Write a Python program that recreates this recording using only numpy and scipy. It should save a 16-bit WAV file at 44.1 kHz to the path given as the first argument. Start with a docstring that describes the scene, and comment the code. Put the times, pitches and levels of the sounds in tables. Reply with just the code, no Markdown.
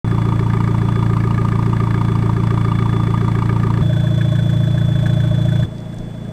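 """A deep boom with a raspy chuff, close to one tailpipe of a small four-cylinder petrol car idling in a
concrete yard at night. The microphone is at the rear quarter, then straight behind the tailpipes, then a
few metres off the side, where the door is unlatched. Each firing sends a boom and a puff of gas down the
exhaust and sets it ringing. Under it lie the rush of engine bay and yard and the fuel pump's whine."""
import sys
import numpy as np
from scipy import signal
from scipy.fft import rfft, irfft, next_fast_len
from scipy.io import wavfile
from scipy.ndimage import uniform_filter1d

SR = 44100
rng = np.random.default_rng(int(sys.argv[2]) if len(sys.argv) > 2 else 0)


def wav_out(sig):
    """Save sig, one row per channel (or a flat mono array), as 16-bit PCM at SR to the path in sys.argv[1]."""
    wavfile.write(sys.argv[1], SR, np.round(np.clip(np.atleast_2d(sig).T, -1, 1) * 32767).astype(np.int16))


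N = 279020
T = np.arange(N) / SR

# microphone positions: from t/s, to t/s, a firing of the first cylinder t/s, firing rate/Hz
QUARTER_MIC = (.0455, 3.817, .0810, 28.393)
BEHIND_MIC = (3.817, 5.657, 3.8621, 28.265)
SIDE_MIC = (5.657, 6.4, 5.6848, 28.09)
# steady rush of engine bay and yard at each position: f/Hz, relative spectral level/dB
QUARTER_RUSH = [(20, -1), (60, -0.5), (250, 11.5), (500, -3), (1200, -2), (1500, -8.5), (2200, -12.5),
                (2800, -20.5), (5000, -26), (6700, -29.5), (8500, -24.5), (10000, -38), (13000, -37.5),
                (16000, -44)]
BEHIND_RUSH = [(20, 2), (60, 20), (250, 13), (500, 7), (850, 1.5), (1700, -5), (2700, -15), (3400, -17.5),
               (4600, -18.5), (6700, -21.5), (8500, -20), (10000, -31), (13000, -30), (16000, -41)]
SIDE_RUSH = [(20, 3), (60, 4), (250, 11.5), (500, 2.5), (750, -1.5), (1200, -9), (2000, -12.5),
             (2800, -20.5), (5000, -24), (6600, -27), (8600, -24), (10000, -37), (13000, -35), (16000, -44)]
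# faint electrical whistles: f/Hz, relative level/dB
WHISTLES = [(6002, -73), (8027, -75), (12010, -77.5)]
# fuel pump from the rear quarter, where its whine fades in and out: t/s, f/Hz, level/dB
QUARTER_WHINE = [(0.08, 3447, -47.5), (0.65, 3440, -53), (0.97, 3450, -46), (1.21, 3446, -59),
                 (2.14, 3447, -48), (2.18, 3447, -53), (3.01, 3450, -44), (3.63, 3440, -55),
                 (3.78, 3449, -50)]
# door latch clicks: t/s, relative level/dB, f/Hz
LATCH_CLICKS = [(5.7813, -40, 3840), (5.8024, -40, 4750), (5.9419, -42, 7540), (5.984, -37, 5110)]
# colour of the gas puffs (the side shares the one from behind): f/Hz, relative spectral level/dB
QUARTER_PUFF = [(300, -26), (600, 3), (1400, -1.5), (2300, -18), (2700, -7.5), (3600, -12), (4700, -14.5),
                (5400, -22), (8400, -22), (10000, -29.5), (13000, -29.5), (16000, -44)]
BEHIND_PUFF = [(300, -8), (700, 1), (1100, -5), (2000, -3), (2700, -11.5), (3400, -0.5), (4500, -17.5),
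               (8500, -13), (10000, -28), (13000, -22.5), (16000, -33)]
# two burns that bark out above the rest: t/s, extra force/dB
HARD_BURNS = [(4.216, 5), (5.065, 8.5)]
# exhaust resonances: f/Hz, width/Hz, level/dB, lag after the boom/s, turbulent share/0-1,
# then kick/dB for each of the four cylinders
QUARTER_RINGS = [ (381.5, 34, -33, .003, 0.0062, -19, -3, -12.5, -12),
                 (590, 67, -48.5, -.004, 0.36, -5, -8, -4, -5),
                 (925, 93, -37, -.0075, 0.11, -7.5, -6, -6.5, 2),
                 (1036, 105, -42, -.007, .1, -20, -9.5, -8, 2.5),
                 (1168.4, 94, -35.5, -.007, 0.2, -3.5, -1, 0, 1.5),
                 (1219, 45.5, -39.5, -.006, 0.5, -4.5, 3, -4, 1),
                 (1682, 253, -42.5, -.005, 0.68, 4.5, 5.5, -2.5, -12),
                 (2015, 130, -51, -0.004, 0.57, 1, 1, 0, -2),
                 (2248, 110, -47, -.0065, 0.52, 2, 3.5, 1.5, -1),
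                 (2846, 160, -58.5, -.0065, 0.74, 6, -1, -9, 10),
                 (4730, 110, -65.5, -0.01, 0.74, 1, 4, -16, 2)]
BEHIND_RINGS = [ (330.3, 43, -36.5, .004, 0.32, -5, -3, -4.5, -1.5),
                (615, 48, -35.5, -.004, 0.076, -7, 3.5, -20, 1),
                (1080, 86, -50, -0.0036, 0.91, -1, 4, -7, 4),
                (1516, 66, -45.5, -.007, 0.17, -5, -5.5, -3, 0.5),
                (1682, 146, -44.5, -.007, 0.4, -10, -11, 0.5, -6),
                (2300, 230, -55, -.007, 0.62, -1, -3, 0, -2),
                (3960, 160, -58.5, -.007, 0.75, 0, -4, -3, -1)]
SIDE_RINGS = [ (333, 50, -47, -0.018, 0.2, -11, -1, -12, 0), (627, 41, -44.5, -.002, .1, -13, 2, -17, 0),
              (1640, 160, -56.5, -.005, 0.81, -5, -7, 0, 0)]
# orders of the exhaust boom: multiple of the firing rate, relative level/dB
QUARTER_BOOM = [(1, -18.5), (2, -11), (3, -11), (4, 2), (5, -5), (6, -4.5), (7, -10.5), (8, -15), (9, -40),
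                (10, -27.5), (11, -13.5)]
BEHIND_BOOM = [(1, -16), (2, -15.5), (3, -10.5), (4, 3.5), (5, 1.5), (6, -1.5), (7, -15), (8, -17),
               (9, -42), (10, -50.5), (11, -20)]
SIDE_BOOM = [(1, -13), (2, -11), (3, -11), (4, 2.5), (5, 0), (6, 0.5), (7, -3), (8, -6), (9, -22),
             (10, -32), (11, -25)]


def from_db(db):
    """Decibels to gain."""
    return 10 ** (np.asarray(db) / 20)


def unit_rms(x):
    """Scale to unit power."""
    return x / np.sqrt(np.mean(x ** 2) + 1e-20)


def drift(rate_hz):
    """A smooth random wander of unit power that changes about rate_hz times a second."""
    step, settle = 40, 2000
    pole = np.exp(-2 * np.pi * rate_hz * step / SR)
    chance = rng.standard_normal(N // step + settle + 2)
    slow = signal.lfilter([1], [1, -2 * pole, pole * pole], chance)[settle:]
    return np.interp(np.arange(N) / step, np.arange(len(slow)), unit_rms(slow))


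def resonate(x, hz, width_hz):
    """A resonance applied twice: it swells, dies away and has steep skirts."""
    r = np.exp(-np.pi * width_hz / SR)
    section = [(1 - r * r) / 2, 0, (r * r - 1) / 2, 1, -2 * r * np.cos(2 * np.pi * hz / SR), r * r]
    return signal.sosfilt([section, section], x + 1e-18)


def swell(kicks, rise_s):
    """Every kick becomes a hump that peaks after rise_s and fades."""
    pole = np.exp(-1 / (rise_s * SR))
    return signal.lfilter([1], [1, -2 * pole, pole * pole], kicks + 1e-18)


def rush(spectrum):
    """A steady rush: noise of unit power with the given colour."""
    hz, db = np.transpose(spectrum)
    size = next_fast_len(N)
    log_hz = np.log(np.fft.rfftfreq(size, 1 / SR) + 1)
    gain = from_db(np.interp(log_hz, np.log(hz), db, left=-np.inf))
    return unit_rms(irfft(rfft(rng.standard_normal(size)) * gain, size)[:N])


def whistle(hz, waver_hz, flutter):
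    """A tone of unit power that wavers in pitch and strength."""
    phase = 2 * np.pi * np.cumsum(hz + waver_hz * drift(9.44)) / SR
    return unit_rms(np.sin(phase) * (1 + flutter * drift(62)))


def fuel_pump(whine_db, hz, waver_hz, flutter, whistle_gain_db):
    """The pump's whine, with faint electrical whistles above it."""
    whine = from_db(whine_db) * whistle(hz, waver_hz, flutter)
    whistles = sum(from_db(db) * whistle(f, waver_hz=18, flutter=0.7) for f, db in WHISTLES)
    return whine + from_db(whistle_gain_db) * whistles


def door(click_gain_db=-8, open_s=5.975, air_peak_db=-29):
    """The latch clicks, then the opening door pushes a slow wave of air."""
    clicks = 0
    for at_s, db, hz in LATCH_CLICKS:
        hump = swell(signal.unit_impulse(N, int(at_s * SR)), rise_s=0.0017)
        hiss = unit_rms(resonate(rng.standard_normal(N), hz, width_hz=4500))
        clicks += from_db(db + click_gain_db) * hump / hump.max() * hiss
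    air = resonate(signal.unit_impulse(N, int(open_s * SR)), hz=27, width_hz=14)
    return clicks + from_db(air_peak_db) * air / np.abs(air).max()


def crank(mic):
    """Firings counted since the first cylinder fired; the idle wanders a little."""
    _, _, first_s, firing_hz = mic
    wander_s = .0003 * drift(1.5) + .00008 * drift(20)
    return (T - first_s + wander_s) * firing_hz


def burn_force(count, settled_db=1.1, build_db=3, build_s=0.72, spread_db=1.8):
    """Force behind the rasp, in dB: it builds up at first, and each burn has a strength of its own."""
    firing = np.round(count - np.round(count[0])).astype(int)
    chance = rng.standard_normal(N)[firing]
    barks = sum(db * (np.abs(T - at_s) < .017) for at_s, db in HARD_BURNS)
    return settled_db - build_db * np.exp(-T / build_s) + spread_db * chance + barks


def firings(count, cylinder_db, uneven_db, force_db):
    """One kick per firing: the four cylinders differ, and no two burns are alike."""
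    at = np.flatnonzero(np.diff(np.floor(count)) > 0)
    cylinder = np.round(count[at]).astype(int) % len(cylinder_db)
    chance = rng.standard_normal(N)[:len(at)]
    kicks = np.zeros(N)
    kicks[at] = from_db(np.asarray(cylinder_db)[cylinder] + force_db[at] + uneven_db * chance)
    return kicks


def gas_puffs(mic, count, force_db, spectrum, cylinder_db, lead_s, rise_s):
    """Gas spits from the tailpipe at the pressure crest just ahead of each trough of the boom."""
    *_, firing_hz = mic
    puff_db = 0.45 * force_db  # the puffs only partly follow the burn
    kicks = firings(count + lead_s * firing_hz, cylinder_db, uneven_db=1, force_db=puff_db)
    return unit_rms(swell(kicks, rise_s)) * rush(spectrum)


def pipe_rings(mic, count, force_db, resonances, burst_s, bark_above_hz=1100):
    """Each firing drives the pipe's resonances with a clean kick and a burst of turbulence."""
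    *_, firing_hz = mic
    out = 0
    for hz, width_hz, db, lag_s, turbulent, *cylinder_db in resonances:
        # a harder burn has a steeper front, which only the high resonances feel
        bark_db = force_db * (hz > bark_above_hz)
        kicks = firings(count - lag_s * firing_hz, cylinder_db, uneven_db=.5 + turbulent, force_db=bark_db)
        bursts = swell(kicks, burst_s) * rng.standard_normal(N)
        clean = unit_rms(resonate(kicks, hz, width_hz))
        rough = unit_rms(resonate(bursts, hz, width_hz))
        out += from_db(db) * (np.sqrt(1 - turbulent) * clean + np.sqrt(turbulent) * rough)
    return out


def boom(count, orders, bass_lag_rad, smear_rad, flutter):
    """The orders meet in one pressure trough per firing; the silencer resonates around the fourth."""
    pressure = 0
    for order, db in orders:
        # lower orders come late; higher ones are smeared by dispersion in the pipe
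        lag = bass_lag_rad * (order < 4) - smear_rad * (order > 4) * (order - 6) ** 2
        strength = from_db(db) * (1 + flutter * drift(9.2))
        pressure -= strength * np.cos(2 * np.pi * order * count - lag)
    return unit_rms(pressure)


def rear_quarter(mic):
    """Microphone close to one tailpipe: a deep boom with a raspy chuff."""
    count = crank(mic)
    force_db = burn_force(count)
    out = from_db(-15) * boom(count, QUARTER_BOOM, bass_lag_rad=1.15, smear_rad=0.574, flutter=0.05)
    out += pipe_rings(mic, count, force_db, QUARTER_RINGS, burst_s=0.0025)
    out += from_db(-42) * gas_puffs(mic, count, force_db, QUARTER_PUFF,
                                    cylinder_db=(-0.2, 0.28, -1.6, -0.69), lead_s=0.0062, rise_s=0.0027)
    out += from_db(-30.5) * rush(QUARTER_RUSH)
    at_s, hz, db = np.transpose(QUARTER_WHINE)
    whine_db, whine_hz = np.interp(T, at_s, db), np.interp(T, at_s, hz)
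    return out + fuel_pump(whine_db, whine_hz, waver_hz=4.4, flutter=0.2, whistle_gain_db=5)


def behind(mic):
    """Microphone facing both tailpipes: a rounder throb, softer puffs and a clear whine."""
    count = crank(mic)
    force_db = burn_force(count)
    out = from_db(-14) * boom(count, BEHIND_BOOM, bass_lag_rad=2.5, smear_rad=0.39, flutter=0.034)
    out += pipe_rings(mic, count, force_db, BEHIND_RINGS, burst_s=0.0041)
    out += from_db(-45) * gas_puffs(mic, count, force_db, BEHIND_PUFF,
                                    cylinder_db=(-0.41, 0, 1.8, -0.19), lead_s=0.0061, rise_s=0.0069)
    out += from_db(-30.5) * rush(BEHIND_RUSH)
    return out + fuel_pump(whine_db=-40, hz=3449, waver_hz=1.5, flutter=0.13, whistle_gain_db=7)


def side(mic):
    """Microphone a few metres off the flank: a quiet hum, and the door opens."""
    count = crank(mic)
    force_db = burn_force(count)
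    out = from_db(-27.5) * boom(count - .08, SIDE_BOOM, bass_lag_rad=3.5, smear_rad=0.55, flutter=0.073)
    out += pipe_rings(mic, count, force_db, SIDE_RINGS, burst_s=0.0025)
    out += from_db(-58.5) * gas_puffs(mic, count, force_db, BEHIND_PUFF,
                                      cylinder_db=(-1, 0, 0, 1), lead_s=0.011, rise_s=0.0053)
    out += from_db(-36) * rush(SIDE_RUSH)
    out += fuel_pump(whine_db=-53, hz=3444, waver_hz=2.1, flutter=.1, whistle_gain_db=-3)
    return out + door()


def scene():
    """The three microphone positions follow one another abruptly, in mono."""
    out = np.zeros(N)
    for position, mic in (rear_quarter, QUARTER_MIC), (behind, BEHIND_MIC), (side, SIDE_MIC):
        start_s, end_s, _, _ = mic
        live = ((T >= start_s) & (T < end_s)).astype(float)
        out += position(mic) * uniform_filter1d(live, size=64)
    return out[None]


def record(dry):
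    """The microphone chain cuts the top steeply above 15.8 kHz."""
    lowpass = signal.ellip(12, .1, 90, 15800, fs=SR, output="sos")
    return signal.sosfilt(lowpass, dry)


dry = scene()
out = record(dry)
wav_out(out)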